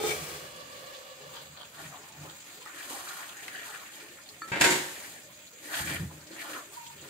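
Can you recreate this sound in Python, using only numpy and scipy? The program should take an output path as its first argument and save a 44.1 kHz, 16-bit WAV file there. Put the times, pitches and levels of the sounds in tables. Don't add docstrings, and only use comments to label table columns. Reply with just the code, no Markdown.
import sys
import numpy as np
from scipy import signal
from scipy.fft import rfft, irfft, next_fast_len
from scipy.io import wavfile
from scipy.ndimage import map_coordinates

SR = 44100
rng = np.random.default_rng(int(sys.argv[2]) if len(sys.argv) > 2 else 0)


def materialize(psi):
    bounded = np.clip(np.atleast_2d(psi).T, -1, 1)
    quanta = np.round(bounded * 32767).astype(np.int16)
    wavfile.write(sys.argv[1], SR, quanta)


N = 312993
TIME = np.arange(N) / SR

# time_s, level_db
SIZZLE_LEVELS = [(0, -51.5), (1.2, -50.5), (2.2, -49.5), (2.6, -48.5), (3.6, -49.5), (4.3, -50.5),
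                 (5.3, -51), (6.2, -52), (7.1, -48)]
# pitch_hz, relative_db
SIZZLE_TONE = [(500, -6), (1100, 0), (2000, 4), (3400, 4.5), (4600, 3.5), (5700, -4), (7000, 7.5),
               (8800, -2), (11500, -7), (15500, 0.5)]
FLAME_TONE = [(25, -41), (60, -7), (140, 3.5), (220, -1), (330, -0.5), (450, -10.5), (600, 1.5),
              (850, -14.5), (1400, -13), (3000, -24)]
SIMMER_TONE = [(150, -16), (400, -7), (570, 2), (880, -6), (1150, -1), (1400, -7), (1750, -5), (2350, -12),
               (2850, -5), (4600, -8), (5800, -17), (15000, -24)]
STEAM_TONE = [(200, -5.5), (400, 10.5), (800, 2), (1600, 4), (3000, 0.5), (5500, -2.5), (7500, 1.5),
              (11000, -8), (15500, -3.5)]
SHUDDER_TONE = [(30, -21), (55, -44), (80, 0), (110, -17), (150, 2.5), (210, -18), (300, -15.5), (600, -45)]
CHURN_TONE = [(300, -14), (600, -1), (1000, 2), (1700, 3), (2200, 3.5), (2700, 1), (3300, 1), (4500, -8),
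              (7000, -40)]
CRACKLE_TONE = [(2000, -16.5), (3400, 3.5), (4600, 3.5), (5600, -1), (7200, 7), (10000, 1.2), (15500, -2.5)]
LID_WASH_TONE = [(40, -42), (85, -5), (150, -9), (260, 0), (390, -2.5), (560, -7), (920, -1.5),
                 (1200, -8.5), (1620, 1.5), (2400, -3.5), (4000, -5.5), (5700, -9.5), (7200, -3.5),
                 (10500, -11), (15500, -12)]
# pitch_hz, fade_s
LID_WASH_FADE = [(100, 0.16), (400, 0.76), (1500, 0.7), (7000, 0.73), (15000, 1)]
TILE_ECHO_FADE = [(100, 0.028), (400, 0.31), (2000, 0.18), (8000, 0.1), (15000, 0.057)]
# pitch_hz, likeness
STEREO_LIKENESS = [(100, 1), (250, 0.97), (500, 0.75), (1000, 0.13), (15000, 0.014)]

# pitch_hz, relative_db, fade_s
RIM_NOTES = [(2311, -6, .2), (2338, -3, .36), (2783, -15, .25), (3151, -8, .28), (3530, -10, .12),
             (3612, -5, .15), (4118, -16, .3), (4345, -13, .25), (5518, -22, .25), (5938, -10, .28),
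             (6923, -12, .3), (7515, -11, .25), (7750, -7, .15), (8936, -8, .2)]
GROAN_NOTES = [(355, -5, 0.2), (428, 0, 0.26), (530, -14, 0.05), (828, -5.5, 0.19), (1255, -12, 0.14)]
LID_EDGE_NOTES = [(325, -16, .1), (1290, -1, .07), (1324, -8, .42), (1700, -9, .12), (1790, -6, .06),
                  (2347, -18, .15), (3620, -24, .1), (4468, -13, .13)]
LID_CLEAR_NOTES = [(931, -8, .3), (1518, -5, .4), (1612, 0, .3), (1657, -10, .3), (1818, -1, .3),
                   (2056, -8, .5), (2220, -5, .4), (2347, -1, .35), (2396, -6, .3), (2610, 2, .32),
                   (2800, -12, .5), (3176, -9, .35), (3752, -8, .35), (4560, -10, .3), (4737, -8, .4),
                   (5491, -11, .4), (6884, -1, .4), (7284, -5, .35), (7553, -4, .35)]
LID_DOME_NOTES = [(82, -20, .6), (149, -10, .55), (240, -6, .14), (315, -2, .35), (342, -3, .4),
                  (366, 3, .4), (433, -3, .35), (934, 1, .35)]
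COUNTER_NOTES = [(135, -2, .08), (185, 0, .07), (255, -2, .04), (380, -3, .035)]
STAND_NOTES = [(84, 2, .1), (149, -1, .08), (205, -5, .07), (320, -10, .06)]
# pitch_hz, width_hz, relative_db
KNOB_BANDS = [(900, 660, -1), (1600, 400, 0.5), (3200, 270, 3.5), (4500, 700, -5)]
POT_BASE_BANDS = [(269, 51, -1.5), (297, 47, 2.5), (457, 160, -5.5), (567, 46, 1)]
POT_WALL_BANDS = [(1460, 230, -6.5), (1900, 170, -2.5), (2340, 170, -6.5), (2760, 300, -2.5),
                  (3280, 220, 1), (3880, 200, -7), (4430, 170, -4), (4900, 250, -9)]

# full_at_s, rise_s, hold_s, fall_s, level_db
RIM_RUBS = [(.03, .08, 0.05, 0.082, -45)]
STEAM_PUFFS = [(.09, 0.22, 0.013, 0.21, -31), (.23, 0.18, 0.12, 0.25, -40.5), (.72, 0.11, 0.26, 0.16, -55),
               (1.35, .1, 0.017, 0.07, -53)]
HOB_SHUDDERS = [(.02, 0.076, 0.23, 0.44, -49.5), (1.25, 0.11, 0.26, 0.31, -61.5),
                (1.86, 0.087, 0.023, 0.18, -51.5), (2.2, 0.061, 0.055, 0.1, -47.5),
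                (5.82, 0.048, 0.2, 0.12, -40.5), (6.0, 0.025, 0.066, 0.039, -35),
                (6.13, .04, 0.032, .15, -50.5), (7.05, 0.48, .02, .1, -56)]
KNOB_RUBS = [(1.335, .05, .04, .1, -51), (1.578, .03, .008, .04, -48.5), (1.608, .02, .014, .08, -47.5),
             (1.755, .05, .03, .08, -52), (2.297, .015, .01, .05, -52)]
WALL_SCRAPES = [(2.9, .06, .06, .08, -51.5), (3.55, .06, .04, .08, -50), (3.66, .06, .03, .1, -50),
                (5.736, .02, .02, .11, -38), (5.885, .05, .015, .09, -40), (5.96, .03, .02, .06, -48),
                (6.41, .1, .04, .14, -48.5), (6.96, .05, .03, .1, -56)]
# full_at_s, rise_s, hold_s, fall_s, push_db, squelch_hz, crackle_offset_db, drag_offset_db
CURRY_SURGES = [ (1.793, 0.11, 0.033, 0.3, -51, 1380, -2.5, -11),
                (1.933, 0.14, 0.017, 0.6, -54.5, 945, -16, -13), (2.21, 0.1, 0.067, 0.2, -58, 1060, -5, 2),
                (2.48, 0.091, 0.054, 0.23, -61, 1070, 2, -1.5),
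                (2.672, 0.042, 0.17, 0.21, -53.5, 1330, -16, -8.5),
                (2.788, 0.15, 0.11, 0.11, -53, 2020, 2, -7.5),
                (2.9, 0.04, 0.035, 0.088, -47.5, 850, 2.5, -1),
                (2.95, .04, .035, .14, -45.5, 1050, -3, -13),
                (3.057, 0.13, 0.064, 0.28, -48, 1270, 0.5, -18.5),
                (3.17, .08, .07, .25, -49.5, 1050, -3.5, -14),
                (3.427, 0.26, 0.17, 0.43, -50, 1720, -4, -11),
                (3.66, 0.034, 0.012, 0.43, -48, 1480, -2, -28),
                (3.953, 0.15, 0.055, 0.34, -55, 1960, -2.5, -5.5),
                (4.94, 0.93, 0.15, 0.26, -53.5, 2040, 3, -7), (5.64, 0.08, 0.06, .1, -54, 2180, 1.5, -1),
                (5.7, 0.045, 0.017, 0.061, -54, 850, -13, -2),
                (5.741, 0.075, 0.053, 0.22, -41.5, 1600, -0.5, -28),
                (5.882, 0.24, 0.065, 0.14, -42.5, 2000, -2.5, -4),
                (6.116, 0.077, 0.03, 0.3, -58.5, 1120, -3, 2), (6.31, 0.046, 0.039, 0.13, -59, 2400, -3, 2),
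                (6.411, 0.13, .04, 0.17, -45.5, 2000, -4, -12),
                (6.505, 0.08, 0.065, 0.12, -44.5, 1250, -5.5, -4),
                (6.734, .03, 0.017, 0.14, -58.5, 924, 6, -3.5), (7.03, 0.066, 0.028, .25, -56, 1380, -4, 1),
                ]
# middle_s, level_db, pitch_hz, length_s
RIM_SQUEALS = [(.04, -42, 3612, .04), (.075, -40, 3612, .045), (.119, -31, 2311, .028)]
WOOD_SQUEAKS = [(6.778, -40, 945, .025), (6.814, -43, 918, .025), (6.87, -46, 935, .025),
                (6.908, -46, 915, .018)]
# start_s, groan_db, ring_db, favoured_hz
LID_CATCHES = [(0, -28.5, -39, 3700), (.037, -23, -36, 3700), (.062, -29, -34, 5500),
               (.091, -33, -29.5, 3100), (.108, -48, -35, 3300)]
# start_s, level_db, pitch_hz, fade_s
TICKS = [(1.291, -42, 1140, .07), (1.958, -39, 880, .04), (2.086, -39, 7200, .04), (2.251, -38, 600, .04),
         (2.297, -39, 3700, .03), (2.365, -41, 7100, .04), (2.616, -42, 980, .03), (2.66, -33, 1250, .045),
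         (3.087, -31.5, 4000, .02), (3.481, -25, 1990, .016), (3.549, -32, 1750, .008),
         (3.565, -33, 1780, .008), (3.594, -34, 1730, .01), (4.187, -43, 1390, .04),
         (4.289, -33.5, 4200, .016), (4.307, -43, 1100, .02), (5.002, -33, 2160, .015),
         (5.735, -29, 1910, .04), (5.741, -26, 1540, .04), (6.112, -41, 780, .04), (6.274, -44, 4500, .02),
         (6.305, -39, 335, .13), (6.364, -35, 1590, .02), (6.532, -32, 1710, .015), (6.723, -39, 7720, .03),
         (6.866, -34, 3200, .035)]
# start_s, level_db
LID_CLINKS = [(4.419, -28.5)]
POT_ROCKS = [(5.806, -30.5), (5.994, -27.5), (6.018, -30), (6.054, -36)]
# start_s, noise_db, muffled_above_hz, chatter_s, boom_db, ring_db, thud_db
LID_HITS = [(4.476, -49.5, 9000, .1, -56, -50, -58), (4.517, -32.5, 2690, 0.15, -44, -23, -22),
            (4.557, -29, 2200, 0.025, -45, -31, -52), (4.597, -35, 11000, 0.056, -35, -38, -50),
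            (4.609, -20.5, 9000, 0.045, -28, -20.5, -33), (4.638, -20.5, 8800, 0.04, -34, -19.5, -44),
            (4.657, -34, 2200, 0.04, -25.5, -19.5, -25), (4.704, -31, 12300, 0.16, -33, -35, -42)]


def amp(db):
    return 10 ** (np.asarray(db) / 20)


def unit(x):
    return x / np.sqrt(np.mean(x ** 2) + 1e-20)


def along(points, hz):
    pitches, values = np.transpose(points)
    return np.interp(np.log(hz + 1), np.log(pitches + 1), values)


def wobble(rate):
    return map_coordinates(rng.standard_normal(int(N * rate / SR) + 4), [TIME * rate])


def swell(s, rise, hold, fall):
    return amp(-20 * (np.maximum(s - TIME, 0) / rise + np.maximum(TIME - s - hold, 0) / fall))


def swells(rows):
    return np.sqrt(sum((amp(db) * swell(*timing)) ** 2 for *timing, db in rows))


def add(track, s, sound):
    part = track[..., max(round(s * SR), 0):][..., :sound.shape[-1]]
    part += sound[..., :part.shape[-1]]


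def filtered(x, response):
    n = x.shape[-1]
    padded = next_fast_len(n + SR // 4)
    return irfft(rfft(x, padded) * response(np.fft.rfftfreq(padded, 1 / SR)), padded)[..., :n]


def coloured(x, tone):
    return unit(filtered(x, lambda hz: amp(along(tone, hz))))


def resonate(x, bands):
    def response(hz):
        return sum((-1) ** k * amp(db) * 1j * hz * width / (centre ** 2 - hz ** 2 + 1j * hz * width)
                   for k, (centre, width, db) in enumerate(bands))
    return unit(filtered(x, response))


def dying(x, fades):
    hz, t, slices = signal.stft(x, SR, nperseg=256)
    slices = slices * amp(-60 * t / along(fades, hz)[:, None])
    return signal.istft(slices, SR, nperseg=256)[1][:, :x.shape[-1]]


def patchy(x, depth_db, span_hz, span_s):
    hz, t, slices = signal.stft(x, SR, nperseg=256)
    chance = rng.standard_normal((int(hz[-1] / span_hz) + 2, int(t[-1] / span_s) + 2))
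    patches = map_coordinates(chance, np.meshgrid(hz / span_hz, t / span_s, indexing="ij"))
    return unit(signal.istft(slices * amp(depth_db * patches), SR, nperseg=256)[1][:, :N])


def spread(pair):
    turn = lambda hz: np.arccos(np.clip(along(STEREO_LIKENESS, hz), -1, 1)) / 2
    mid, side = filtered(pair, lambda hz: np.array([np.cos(turn(hz)), np.sin(turn(hz))]))
    return unit(np.array([mid + side, mid - side]))


def wide_noise(samples):
    return spread(rng.standard_normal((2, samples)))


def kitchen(x, echo_db):
    tail = dying(wide_noise(SR), TILE_ECHO_FADE)
    late_tail = np.pad(tail, ((0, 0), (SR // 400, 0))) / np.linalg.norm(tail[0])
    echo = signal.fftconvolve(np.atleast_2d(x), late_tail, axes=1)[:, :N]
    return (x + amp(echo_db) * echo) / np.hypot(1, amp(echo_db))


def pops(rate, scatter_db):
    chance, size = rng.random(N), np.minimum(rng.exponential(size=N), 5)
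    clicks = (chance < rate / SR) * amp(scatter_db * size) * rng.choice([-1, 1], N)
    spot, t = rng.integers(2, size=N), np.arange(SR // 20) / SR
    fade = amp(-60 * t / 0.0027) + 1.25 * amp(-60 * t / 0.054)
    out = np.zeros((2, N))
    for k in range(2):
        scatter = fade * rng.standard_normal((2, len(t)))
        out += signal.oaconvolve((clicks * (spot == k))[None], scatter, axes=1)[:, :N]
    return spread(out)


def spits(count, low_hz, high_hz, fade_s):
    out, t = np.zeros((2, N)), np.arange(SR // 12) / SR
    soft_start = 1 - np.exp(-t / .006)
    for when, pitch, size in rng.random((count, 3)):
        band = signal.iirpeak(low_hz * (high_hz / low_hz) ** pitch, 4, SR)
        splutter = unit(signal.lfilter(*band, rng.standard_normal((2, len(t)))))
        add(out, when * N / SR, amp(8 * size ** 2 - 60 * t / fade_s) * soft_start * splutter)
    return unit(out)


def bubbles(count, low_hz, cycles, rise):
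    out, t = np.zeros(N), np.arange(SR // 16) / SR
    for when, pitch, size in rng.random((count, 3)):
        hz = low_hz * 5 ** pitch
        note = np.sin(2 * np.pi * hz * t * (1 + rise * t))
        add(out, when * N / SR, amp(8.8 * size ** 2) * note * amp(-60 * t * hz / cycles))
    return unit(kitchen(out, echo_db=1.5))


def cooking():
    frying = patchy(pops(rate=2500, scatter_db=2.5), depth_db=2, span_hz=1400, span_s=.045)
    frying += amp(-10) * spits(count=150, low_hz=2200, high_hz=12000, fade_s=.08)
    sizzle_db = np.interp(TIME, *np.transpose(SIZZLE_LEVELS)) + .7 * wobble(9)
    sizzle = amp(sizzle_db) * coloured(frying, SIZZLE_TONE)
    flame = coloured(wide_noise(N), FLAME_TONE)
    plops = bubbles(count=320, low_hz=338, cycles=69, rise=1.94)
    return sizzle + amp(-62.5 + 2.1 * wobble(2.74)) * flame + amp(-62) * plops


def chirps(rows):
    out = np.zeros((2, N))
    waver_hz, stereo_rad, rough_db = 30, 0.77, 1.5
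    drift = np.cumsum(waver_hz * wobble(98)) / SR
    for s, db, hz, length in rows:
        t = np.arange(round(3 * length * SR)) / SR - 1.5 * length
        phase = 2 * np.pi * (hz * t + np.interp(s + t, TIME, drift)) + stereo_rad * np.array([[1], [-1]])
        note = amp(db) * np.exp(-(2 * t / length) ** 2) * (np.sin(phase) + 0.082 * np.sin(2 * phase))
        add(out, s + t[0], note[:, s + t >= 0])
    return out * amp(rough_db * wobble(150))


def ring(notes, scatter_db, stereo_rad, blur_rad=0):
    t, jolts_per_s = np.arange(SR) / SR, 90
    tones = 0
    for hz, db, fade_s in notes:
        jolts = blur_rad * rng.standard_normal(jolts_per_s)
        drift = np.interp(t * jolts_per_s, np.arange(jolts_per_s), np.cumsum(jolts))
        phase = 2 * np.pi * hz * t + drift + stereo_rad * rng.normal() * np.array([[1], [-1]])
        volume = amp(db + scatter_db * rng.normal() - 60 * t / fade_s) * (1 - np.exp(-2 * hz * t))
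        tones = tones + volume * np.sin(phase)
    return tones / np.linalg.norm(amp([db for _, db, _ in notes]))


def lid_slide():
    metal = chirps(RIM_SQUEALS)
    for s, groan_db, ring_db, favoured_hz in LID_CATCHES:
        notes = [(hz, db - 13 * abs(np.log2(hz / favoured_hz)), fade_s) for hz, db, fade_s in RIM_NOTES]
        add(metal, s, amp(groan_db) * ring(GROAN_NOTES, scatter_db=.5, stereo_rad=.3))
        add(metal, s, amp(ring_db) * ring(notes, scatter_db=1, stereo_rad=.5, blur_rad=.2))
    rim_bands = [(hz, 17, db) for hz, db, _ in RIM_NOTES]
    metal += swells(RIM_RUBS) * resonate(pops(rate=1200, scatter_db=1.5), rim_bands)
    return kitchen(metal, echo_db=-12)


def under_lid(x, gap_hz, bounce):
    kept = lambda hz: bounce / np.hypot(1, hz / 2800)
    return unit(filtered(x, lambda hz: 1 / (1 - kept(hz) * np.exp(-2j * np.pi * hz / gap_hz))))


def simmer_and_steam():
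    simmer = under_lid(coloured(pops(rate=4000, scatter_db=2), SIMMER_TONE), gap_hz=578, bounce=.7)
    steam = under_lid(coloured(pops(rate=4600, scatter_db=1.5), STEAM_TONE), gap_hz=620, bounce=.035)
    aside_s = 1.37
    simmer_db = -44.5 - 4 * TIME - 40 * np.maximum(TIME - aside_s, 0) + 1.3 * wobble(16)
    return amp(simmer_db) * simmer + swells(STEAM_PUFFS) * steam


def hob_shudder():
    return swells(HOB_SHUDDERS) * coloured(wide_noise(N), SHUDDER_TONE)


def ticks():
    out, t = np.zeros((2, N)), np.arange(SR // 8) / SR
    for s, db, hz, fade_s in TICKS:
        note = np.sin(2 * np.pi * hz * t) * amp(-60 * t / fade_s)
        crack = resonate(wide_noise(len(t)), [(hz, .5 * hz, 0)]) * amp(-30 * t / fade_s)
        tick = note + .6 * crack
        add(out, s, amp(db) * tick / np.abs(tick).max())
    return kitchen(out, echo_db=-6)


def slips(rate, fade_s):
    chance, size = rng.random(N), rng.uniform(.3, 1, N)
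    power = signal.lfilter([1], [1, -amp(-60 / (fade_s * SR))], (chance < rate / SR) * size ** 2)
    return unit(np.sqrt(power) * wide_noise(N))


def rubbing():
    knob = swells(KNOB_RUBS) * resonate(slips(rate=170, fade_s=.006), KNOB_BANDS)
    wall = swells(WALL_SCRAPES) * resonate(slips(rate=170, fade_s=.006), POT_WALL_BANDS)
    return kitchen(knob + wall, echo_db=-5)


def squelch(x, centre_hz, lift_db, octaves):
    hz, t, slices = signal.stft(x, SR, nperseg=512)
    away = np.log2((hz[:, None] + 1) / np.interp(t, TIME, centre_hz)) / octaves
    return unit(signal.istft(slices * amp(lift_db * np.exp(-away ** 2)), SR, nperseg=512)[1][:, :N])


def stirring():
    power = np.array([(amp(db) * swell(s, rise, hold, fall)) ** 2
                      for s, rise, hold, fall, db, *_ in CURRY_SURGES]) + 1e-20
    *_, squelch_hz, crackle_db, drag_db = np.transpose(CURRY_SURGES)
    push = power.sum(axis=0)
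    centre_hz = squelch_hz @ power / push * 2 ** (.16 * wobble(22))
    wet = pops(rate=1500, scatter_db=2.8) + .3 * bubbles(count=1400, low_hz=550, cycles=40, rise=3)
    wet = patchy(coloured(wet, CHURN_TONE), depth_db=2.2, span_hz=450, span_s=.035)
    smacks = spits(count=200, low_hz=1800, high_hz=4000, fade_s=.06)
    churn = squelch(wet, centre_hz, lift_db=8.5, octaves=.58) + amp(-15) * smacks
    crackle = coloured(pops(rate=2200, scatter_db=2), CRACKLE_TONE)
    drag = resonate(pops(rate=700, scatter_db=3), POT_BASE_BANDS)
    out = np.sqrt(push) * amp(4 + wobble(35)) * churn
    out += np.sqrt(amp(crackle_db) ** 2 @ power) * amp(4 + wobble(50)) * crackle
    out += np.sqrt(amp(drag_db) ** 2 @ power) * drag
    return kitchen(out, echo_db=-14)


def lid_down():
    noise, tones, t = np.zeros((2, N)), np.zeros((2, N)), np.arange(SR) / SR
    lean_left = amp([[1.5], [-1.5]])
    for s, db in LID_CLINKS:
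        clink = ring(LID_EDGE_NOTES, scatter_db=.5, stereo_rad=.3, blur_rad=.5)
        add(tones, s, amp(db) * lean_left * clink)
    rattle = np.pad(coloured(slips(rate=800, fade_s=.005), LID_WASH_TONE), ((0, 0), (0, SR)))
    build_up = 1 - np.exp(-t / 0.003)
    for s, db, muffled_above_hz, chatter_s, boom_db, ring_db, thud_db in LID_HITS:
        muffle = lambda hz: 1 / np.sqrt(1 + (hz / muffled_above_hz) ** 4)
        chatter = rattle[:, round(s * SR):][:, :SR] * amp(-30 * t / chatter_s)
        wash = dying(coloured(wide_noise(SR), LID_WASH_TONE), LID_WASH_FADE)
        add(noise, s, amp(db) * build_up * filtered(amp(8) * chatter + amp(-2) * wash, muffle))
        clear = amp(ring_db) * ring(LID_CLEAR_NOTES, scatter_db=1.5, stereo_rad=.75, blur_rad=.33)
        boom = amp(boom_db) * ring(LID_DOME_NOTES, scatter_db=0, stereo_rad=.2, blur_rad=.15)
        thud = amp(thud_db) * ring(COUNTER_NOTES, scatter_db=.5, stereo_rad=.15)
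        add(tones, s, build_up * (filtered(clear, muffle) + boom) + thud)
    return kitchen(noise, echo_db=-4) + kitchen(tones, echo_db=-9)


def pot_rocking():
    out = np.zeros((2, N))
    for s, db in POT_ROCKS:
        add(out, s, amp(db) * ring(STAND_NOTES, scatter_db=.5, stereo_rad=.05))
    return out


def spatula_squeaks():
    return kitchen(chirps(WOOD_SQUEAKS), echo_db=-4)


def scene():
    return (cooking() + lid_slide() + simmer_and_steam() + hob_shudder() + ticks() + rubbing()
            + stirring() + lid_down() + pot_rocking() + spatula_squeaks())


def record(dry):
    bass_hz, top_hz = 45, 15650
    return filtered(dry, lambda hz: hz ** 2 / np.hypot(hz ** 2, bass_hz ** 2) * (hz < top_hz))


dry = scene()
out = record(dry)
materialize(out)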